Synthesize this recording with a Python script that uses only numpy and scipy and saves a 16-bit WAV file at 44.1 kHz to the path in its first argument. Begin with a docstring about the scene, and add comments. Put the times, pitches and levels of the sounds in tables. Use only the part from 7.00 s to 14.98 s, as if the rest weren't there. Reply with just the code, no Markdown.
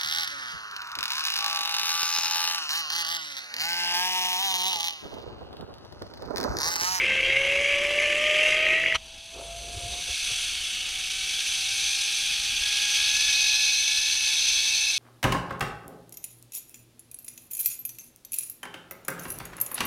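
"""A buzzing whine climbs in pitch as a trolley speeds up down a steel cable, over light wind. At first the
camera housing leans on the rig and buzzes with it; it scrapes free near 2 s and a strap brushes it, while the
trolley is heard through the air, its colour changing as the microphone turns. Strands passing under the
wheel drive swept sine tones, and bumps and grit drive noise filtered by shell or frame resonances."""
import sys
import numpy as np
from scipy import signal
from scipy.io import wavfile
from scipy.ndimage import uniform_filter1d

SR = 44100
rng = np.random.default_rng(int(sys.argv[2]) if len(sys.argv) > 2 else 0)


def digitize_waveform(pressure):
    """Quantize a signal to 16-bit integers and store it at the path in sys.argv[1].

    Rows of a 2-D input are taken as channels; values are limited to [-1, 1].
    """
    field = np.atleast_2d(pressure).T
    bounded = np.clip(field, -1, 1)
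    quanta = np.round(bounded * 32767).astype(np.int16)
    wavfile.write(sys.argv[1], SR, quanta)


N = 351918
T = np.arange(N) / SR  # s


def gain_of(db):
    """Logarithmic level: decibels to amplitude gain."""
    return 10 ** (np.asarray(db) / 20)


def evened(x):
    """Normalisation: scales to rms 1."""
    return x / np.sqrt(np.mean(x ** 2) + 1e-20)


def read(points, hz):
    """Spectral envelope: interpolates a table of Hz and dB along log frequency."""
    f, value = np.transpose(points)
    return np.interp(np.log(hz + 1), np.log(f + 1), value)


def level(rows, order=1, before_db=-150):
    """Amplitude envelope: gain over time from a dB column, near silent outside the table by default."""
    rows = np.asarray(rows)
    return gain_of(np.interp(T, rows[:, 0], rows[:, order], left=before_db, right=-150))


def drift(seconds):
    """Low-passed random fluctuation: noise averaged twice over the given time, at rms 1."""
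    size = max(round(seconds * SR), 2)
    once = uniform_filter1d(rng.standard_normal(N), size)
    return evened(uniform_filter1d(once, size))


def colour(x, field_db, patchy_db, size=1024):
    """Time-varying filtering: weights short-time spectra by field_db(hz, t) and drifting random patches."""
    overlap = size * 3 // 4
    hz, t, z = signal.stft(x, SR, nperseg=size, noverlap=overlap)
    patches = rng.standard_normal(z.T.shape).T
    patches = uniform_filter1d(patches, size=8, axis=0)  # across frequency
    patches = evened(uniform_filter1d(patches, size=16, axis=1))  # across time
    shape = gain_of(field_db(hz[:, None], t) + 0 * t)
    shape = shape / np.sqrt(np.mean(shape ** 2, axis=0))  # the same mean power in every frame
    shape = shape * gain_of(patchy_db * patches)
    return signal.istft(z * shape, SR, nperseg=size, noverlap=overlap)[1][:N]


def modes_db(hz, modes, order=2):
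    """Resonance: a hump (or a dip, if negative) in dB at each mode, to add to a smooth spectrum."""
    return sum(mode[order] / (1 + (2 * (hz - mode[0]) / mode[1]) ** 2) for mode in modes)


def passes(hz, modes, floor_db=-150):
    """Transmission: gain of a path of flat-topped resonances at a moving frequency."""
    hz = hz[::64]  # the gain is held over steps of 64 samples
    gain = gain_of(floor_db)
    for f, width, db in modes:
        gain = gain + gain_of(db) / (1 + (2 * (hz - f) / width) ** 4)
    return np.repeat(gain, 64)[:N]


SWAY_HZ = (.9, 1.6, 2.3, 3.4, 5.2)
# fractional change of speed, growing with time
SWAY = .0022 * (1 + T / 6) * sum(np.sin(2 * np.pi * (f * T + rng.random())) for f in SWAY_HZ)
START_HZ, GAIN_HZ_PER_S, EASE_HZ_PER_S2 = 517.2, 74.0, 3.52


def strand_hz():
    """Passing rate is proportional to speed: it gains ever less as the cable flattens, and wavers with its swing."""
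    return (START_HZ + GAIN_HZ_PER_S * T - EASE_HZ_PER_S2 * T ** 2) * (1 + SWAY)


def turns():
    """Phase is the integral of frequency: strands passed so far."""
    return np.cumsum(strand_hz()) / SR


STRANDS_PER_TURN = 12.8  # strands passed in one turn of the wheel


def rolling(bumps_db, grit_db, throb_db, strand_db, wheel_db):
    """Rolling excitation: strand harmonics 4 to 7, and clumped grit pulsing with strand and wheel."""
    phase = turns() + 0.023 * drift(0.016)
    bumps = sum(gain_of(1.9 * drift(0.032)) * np.cos(2 * np.pi * k * phase) for k in range(4, 8))
    wheel = np.cos(2 * np.pi * (phase / STRANDS_PER_TURN + 0.43 * drift(0.092)))
    pulsing_db = strand_db * np.cos(2 * np.pi * phase) + wheel_db * wheel + throb_db * drift(0.0091)
    force = gain_of(bumps_db) * bumps
    for kind in ("low", "high"):  # coarse and fine grit clump apart, split at 7 kHz
        clumps_db = grit_db * np.minimum(drift(0.0019), 2)
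        grit = evened(rng.standard_normal(N) * gain_of(clumps_db + pulsing_db))
        force += signal.sosfilt(signal.butter(2, 7000, kind, fs=SR, output="sos"), grit)
    return force


LEAVE_S, LEAVE_DB_PER_S = 1.96, 1302


def leaning():
    """Contact coupling: gain 1 while the housing touches the rig, then a quick fade."""
    return gain_of(-LEAVE_DB_PER_S * np.maximum(T - LEAVE_S, 0))


# The strap's touches on the housing. Each row: start in seconds, hold in seconds, rub level in dB,
# relative level of rumble and wobble in dB, level of the lowest whine tone in dB.
TOUCHES = [(2.36, .065, -45, -49, -44), (2.44, .3, -54, -46, -49), (2.75, .19, -51, -43, -48),
           (2.95, .06, -51, -52, -53), (3.085, .03, -52, -49, -56), (3.31, .02, -53, -54, -66)]
TOUCH_DB_PER_S, LIFT_DB_PER_S = 600, 700


def touched(order):
    """Intermittent contact: rise, hold and release of one column of touches, summed by power."""
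    power = 0
    for row in TOUCHES:
        rise_db = TOUCH_DB_PER_S * np.maximum(row[0] - T, 0)
        release_db = LIFT_DB_PER_S * np.maximum(T - row[0] - row[1], 0)
        power = power + gain_of(row[order] - rise_db - release_db) ** 2
    return np.sqrt(power)


# The trolley through the air. Each row: time in seconds, level in dB,
# facing of the microphone (0 aside, 1 ahead), lift of the treble near 9 kHz in dB.
AIR = [(2.0, -46, 0.33, -2), (2.296, -44, 0.42, 0.3), (2.42, -42.5, 0.39, 3), (2.83, -37, 0.41, 3.2),
       (3.2, -29, 0.45, 0.5), (3.3, -28.5, 0.36, 2.2), (3.82, -31, 0.28, -0.3), (4.89, -26, 0.49, 0),
       (5.55, -27, 0.38, -2.3), (5.96, -23.5, 0.45, -3), (6.52, -22.5, 0.62, -5), (7.2, -25, 0.54, -3),
       (7.5, -23, 0.59, -5), (7.98, -25, 0.62, -4)]
AIR_BEFORE_DB = -47  # held until the first row


def air_level():
    """Airborne path: the trolley's gain over time."""
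    return level(AIR, before_db=AIR_BEFORE_DB)


# Resonances that the strand tones sweep through by way of shell, harness and air.
# Each row: frequency in Hz, width in Hz, gain in dB (for the air, relative to the trolley's level).
VIA_SHELL = [(588, 95, -32), (987, 43, -43), (1233, 110, -48.5), (1610, 85, -45.5), (1800, 150, -40),
             (1916, 72, -31.5)]
VIA_HARNESS = [(644, 103, -59)]
VIA_AIR = [(799, 160, -32.5), (1557, 77, -29), (1686, 100, -20.5), (2385, 370, -17), (2568, 130, -10.5)]
SHELL_FLOOR_DB, AIR_FLOOR_DB = -56, -42  # gain away from the resonances
STRAP_DB_PER_TONE = -28


def whine():
    """Periodic excitation: the three lowest strand harmonics by four paths, the higher wavering more."""
    phase = turns() + 0.03 * drift(0.024)
    shell, air = leaning(), air_level()
    webbing = touched(order=4) * gain_of(2.5 * drift(.03))
    out = 0
    for k in range(1, 4):
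        hz = k * strand_hz()
        path = shell * passes(hz, VIA_SHELL, SHELL_FLOOR_DB)
        path = path + air * passes(hz, VIA_AIR, AIR_FLOOR_DB)
        path = path + passes(hz, VIA_HARNESS)
        path = path + webbing * gain_of(STRAP_DB_PER_TONE * (k - 1))
        waver = gain_of(0.54 * k * drift(0.021) + 0.68 * k * drift(0.15))
        cycles = k * phase + 0.044 * (k - 1) * drift(.006)
        out = out + path * waver * np.sin(2 * np.pi * cycles)
    return np.sqrt(2) * out


# The housing pressed on the rig. Each row: time in seconds, buzz level in dB,
# lift of the treble above 4 kHz in dB.
CONTACT = [(0, -23.5, -2), (.2, -24, -1), (.6, -25, 3), (1.3, -24, 4), (1.5, -21, 3.5), (1.65, -23.5, -1),
           (1.94, -26.5, -0.5), (1.961, -26, -9), (2.02, -38, -1)]
# Sound carried through the shell. Each row: frequency in Hz, relative density in dB per Hz.
HOUSING = [(71, -56), (120, -37), (456, -10), (579, -7), (679, -16), (1030, -19.5), (1230, -14),
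           (1420, -20), (2200, 3), (2790, 1), (4240, -23), (6190, -20), (8860, -33), (10600, -29.5),
           (14000, -53)]
# Shell modes. Each row: frequency in Hz, width in Hz, rise in dB.
SHELL = [(171, 22, 12), (360, 26, 12.5), (1550, 86, 6.5), (3600, 150, -2), (4020, 140, 10.5),
         (4000, 140, -8), (2120, 280, 4), (2725, 210, 4), (3210, 160, 6), (3930, 120, 3.5),
         (4780, 160, 6.5), (5270, 130, -2), (6210, 79, 6.5), (7970, 200, 8), (10220, 260, 6)]


def housing_buzz():
    """Structure-borne sound: the rolling force filtered by the shell's modes while it touches the rig."""
    force = rolling(bumps_db=-21.0, grit_db=1.7, throb_db=.5, strand_db=2.5, wheel_db=1.3)
    s, _, treble_db = np.transpose(CONTACT)

    def shell_db(hz, t):
        """Modal superposition: smooth spectrum, resonances and a moving treble shelf."""
        shelf = 1 / (1 + (4000 / (hz + 1)) ** 6)
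        return read(HOUSING, hz) + modes_db(hz, SHELL) + np.interp(t, s, treble_db) * shelf

    return evened(colour(force, shell_db, patchy_db=1.8)) * level(CONTACT) * leaning()


# The wheel's turn felt in the shell. Each row: multiple of the turning rate, central peak level in dB.
WHEEL_HUM = [(1, -60), (2, -59.5), (3, -58.5), (5, -60.5)]


def wheel_hum():
    """Rotational harmonics: wavering sines at multiples of the wheel's rate, while the shell touches."""
    out = 0
    for multiple, db in WHEEL_HUM:
        hum = np.sin(2 * np.pi * multiple * turns() / STRANDS_PER_TURN)
        out = out + gain_of(db + 5.5 * drift(0.1)) * hum * leaning()
    return out


# Spectra of the trolley heard aside and ahead. Each row: frequency in Hz, relative density in dB per Hz.
ASIDE = [(530, -16.5), (900, -27), (1390, -2.5), (1590, -11.5), (1920, -4), (2490, 2), (3110, 10.5),
         (3340, -1.5), (5360, -10.5), (6030, -6.5), (7460, -10), (10400, -13.5), (11700, -26), (13800, -21),
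         (15200, -37)]
AHEAD = [(530, -36.5), (900, -27), (1410, -31), (1630, -9.5), (1990, -30.5), (2210, -11.5), (2610, 2.5),
         (2900, -20), (3460, 2.5), (4820, -1), (6030, 0), (6870, -10), (9460, -5), (13500, -23.5),
         (15200, -27)]
# Frame and wheel modes. Each entry: frequency in Hz.
FRAME_HZ = [1640, 2232, 2600, 2880, 3381, 3780, 4123, 4420, 4595, 5092, 5400, 5810, 6150, 6270, 7520, 8172,
            8507, 10065, 10258, 10700, 13800]
# The same modes in order. Each row: width in Hz, rise aside in dB, rise ahead in dB.
FRAME = [(121, 6.5, 0.93), (46, -5, 26.5), (83, 5, 1.7), (210, 5, 0.33), (94, 18, 1.7), (180, 4, 9.1),
         (74, -4, 22.7), (43.2, 9.5, 18), (60, 17, .3), (49.7, 4.5, 20.4), (220, 1.5, 2.7), (150, 8, 8.2),
         (80, -4.5, 30), (100, 7.5, 14.5), (100, -1.5, 1.3333), (65, -7, 2), (75.6, 17.5, 1.7),
         (60, -14, 2.3), (50, 16.5, 7.3), (151, 4, 1), (111, -2, 6)]
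# a passing dip in the hiss while the microphone looks aside
HOLLOW_HZ, HOLLOW_WIDTH_HZ, HOLLOW_DB, HOLLOW_S, HOLLOW_SPAN_S = 5400, 320, -9, 2.5, .6


def trolley():
    """Directional radiation: the rolling force rings frame and wheels, coloured by the microphone's facing."""
    s, _, facing, treble_db = np.transpose(AIR)
    frame = np.column_stack([FRAME_HZ, FRAME])

    def field_db(hz, t):
        """Directivity: a blend in dB of the spectra aside and ahead."""
        share = np.clip(np.interp(t, s, facing), -.3, 1.3)
        aside = read(ASIDE, hz) + modes_db(hz, frame)
        ahead = read(AHEAD, hz) + modes_db(hz, frame, order=3)
        dip = modes_db(hz, [(HOLLOW_HZ, HOLLOW_WIDTH_HZ, HOLLOW_DB)])
        hollow = dip * np.exp(-((t - HOLLOW_S) / HOLLOW_SPAN_S) ** 2)
        treble = np.exp(-(np.log2((hz + 1) / 9000) / .5) ** 2)
        return (1 - share) * aside + share * ahead + np.interp(t, s, treble_db) * treble + hollow

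    force = rolling(bumps_db=-25.5, grit_db=0.5, throb_db=0.67, strand_db=1.0, wheel_db=0.8)
    return evened(colour(force, field_db, patchy_db=0.62)) * air_level()


# Wind spectrum. Each row: frequency in Hz, relative density in dB per Hz.
WIND = [(12, -23), (20, 5), (59, 4.5), (114, -7.5), (297, -14), (445, -19.5), (633, -16), (774, -11.5),
        (1010, -17.5), (1100, -20), (1430, -19), (2420, -120)]
WIND_DB, WIND_FALL_DB_PER_S, GUST_DB = -50, 0.6, -1


def wind():
    """Turbulent pressure: soft lumpy low noise at the microphone port, gusting and slowly weakening."""
    lumps = rng.standard_normal(N) * gain_of(1 * drift(0.017))
    gusts = gain_of(WIND_DB - WIND_FALL_DB_PER_S * T + GUST_DB * drift(0.073))
    return evened(colour(lumps, lambda hz, t: read(WIND, hz), patchy_db=2.0, size=2048)) * gusts


# Rough spots of the cable knocking the shell. Each row: start in seconds, approximate peak in dB,
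# frequency in Hz.
JOLTS = [(0.0588, -20, 3000), (0.1111, -17, 2090), (0.3022, -15, 2090), (0.5881, -16, 2200),
         (0.8505, -14, 2310), (0.9882, -13, 2310), (1.425, -22, 2470), (1.47, -14, 2500),
         (1.581, -19, 2800), (1.6663, -11.5, 2050), (1.762, -14, 2500), (1.8387, -12.5, 1970),
         (1.8612, -9, 2180), (1.924, -12, 2000)]


def jolts():
    """Impulse response: each knock is a sine that swells and decays within a few cycles."""
    out = 0
    for s, db, hz in JOLTS:
        cycles = np.maximum(T - s, 0) * hz
        swell = cycles * np.exp(-.55 * cycles)
        out = out + gain_of(db + 3) * swell * np.sin(2 * np.pi * cycles)  # +3 dB offsets the swell's peak
    return out


# The shell slides off. Each row: time in seconds, relative level in dB.
SCRAPE = [(1.938, -48), (1.947, -1.5), (1.96, 2), (1.972, -21), (1.984, -43)]
# Colour of the scrape. Each row: frequency in Hz, relative density in dB per Hz.
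SCRAPE_TONE = [(500, -42), (900, -7.5), (3000, -8), (4500, -14), (7000, -24), (10500, -29), (14500, -45)]
# What it rings with. Each row: frequency in Hz, relative level in dB.
SCRAPE_RINGS = [(1290, -30), (1490, -49), (2340, -30), (3060, -22), (4050, -31), (5880, -31), (7570, -49),
                (10200, -45)]


def scrape():
    """Sliding friction: a brief noisy rasp with unsteady ringing tones as the shell comes free."""
    rasp = evened(colour(rng.standard_normal(N), lambda hz, t: read(SCRAPE_TONE, hz), patchy_db=0.5))
    rings = sum(gain_of(db) * np.sin(2 * np.pi * (hz * T + 0.22 * drift(0.002))) for hz, db in SCRAPE_RINGS)
    return (gain_of(-29.0) * rasp + gain_of(-2.0) * rings) * level(SCRAPE)


# Colour of the rub. Each row: frequency in Hz, relative density in dB per Hz.
RUB = [(120, -30), (250, -10), (380, 4), (560, 6.5), (750, -3), (1000, -6.5), (1350, -6), (1700, -24),
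       (2500, -60)]
# Dull knocks on the shell. Each row: start in seconds, approximate peak in dB, frequency in Hz.
BUMPS = [(1.945, -41, 62), (2.764, -34, 86), (2.801, -46, 61.9), (2.847, -37, 101), (3.097, -41, 61),
         (3.314, -44, 112)]


def strap():
    """Dry friction: webbing drags over the shell with grainy rub, rumble and wheel wobble; dull knocks strike
    the shell, the first as it slides free of the rig."""
    grains = rng.standard_normal(N) * gain_of(2 * drift(.008))
    rub = evened(colour(grains, lambda hz, t: read(RUB, hz), patchy_db=2)) * touched(order=2)
    low_band = signal.butter(2, [45, 130], "band", fs=SR, output="sos")
    rumble = evened(signal.sosfilt(low_band, rng.standard_normal(N)))
    wobble = np.sin(2 * np.pi * turns() / STRANDS_PER_TURN)  # once a turn of the wheel
    out = rub + (gain_of(-7.5) * rumble + gain_of(1.0) * wobble) * touched(order=3)
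    for s, db, hz in BUMPS:
        cycles = np.maximum(T - s, 0) * hz
        swell = cycles * np.exp(-1.6 * cycles)
        out += gain_of(db + 15.5) * swell * np.cos(2 * np.pi * cycles)  # +15.5 dB offsets the swell's peak
    return out


# Faint difference of the channels. Each row: frequency in Hz, relative side-to-mid level in dB.
WIDTH = [(60, -23), (110, -26), (200, -11), (380, -31), (690, -43), (1280, -20.5), (2350, -62), (4330, -51),
         (7990, -35), (14700, -13)]


def scene():
    """Mid-side stereo: one microphone hears it all; a random-phase side makes the channels flicker apart."""
    mid = whine() + housing_buzz() + wheel_hum() + trolley() + wind() + jolts() + scrape() + strap()
    hz, t, z = signal.stft(mid, SR, nperseg=1024)
    random_phase = np.exp(2j * np.pi * rng.random(z.T.shape).T)
    z = z * gain_of(read(WIDTH, hz))[:, None] * random_phase
    side = gain_of(-7.0) * signal.istft(z, SR, nperseg=1024)[1][:N]
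    return np.array([mid + side, mid - side])


EDGE_HZ = 15300


def record(dry):
    """Band limiting: a steep linear-phase low-pass."""
    low_pass = signal.firwin(1023, EDGE_HZ, window=("kaiser", 9), fs=SR)
    return signal.oaconvolve(dry, low_pass[None], "same")


dry = scene()
out = record(dry)
digitize_waveform(out)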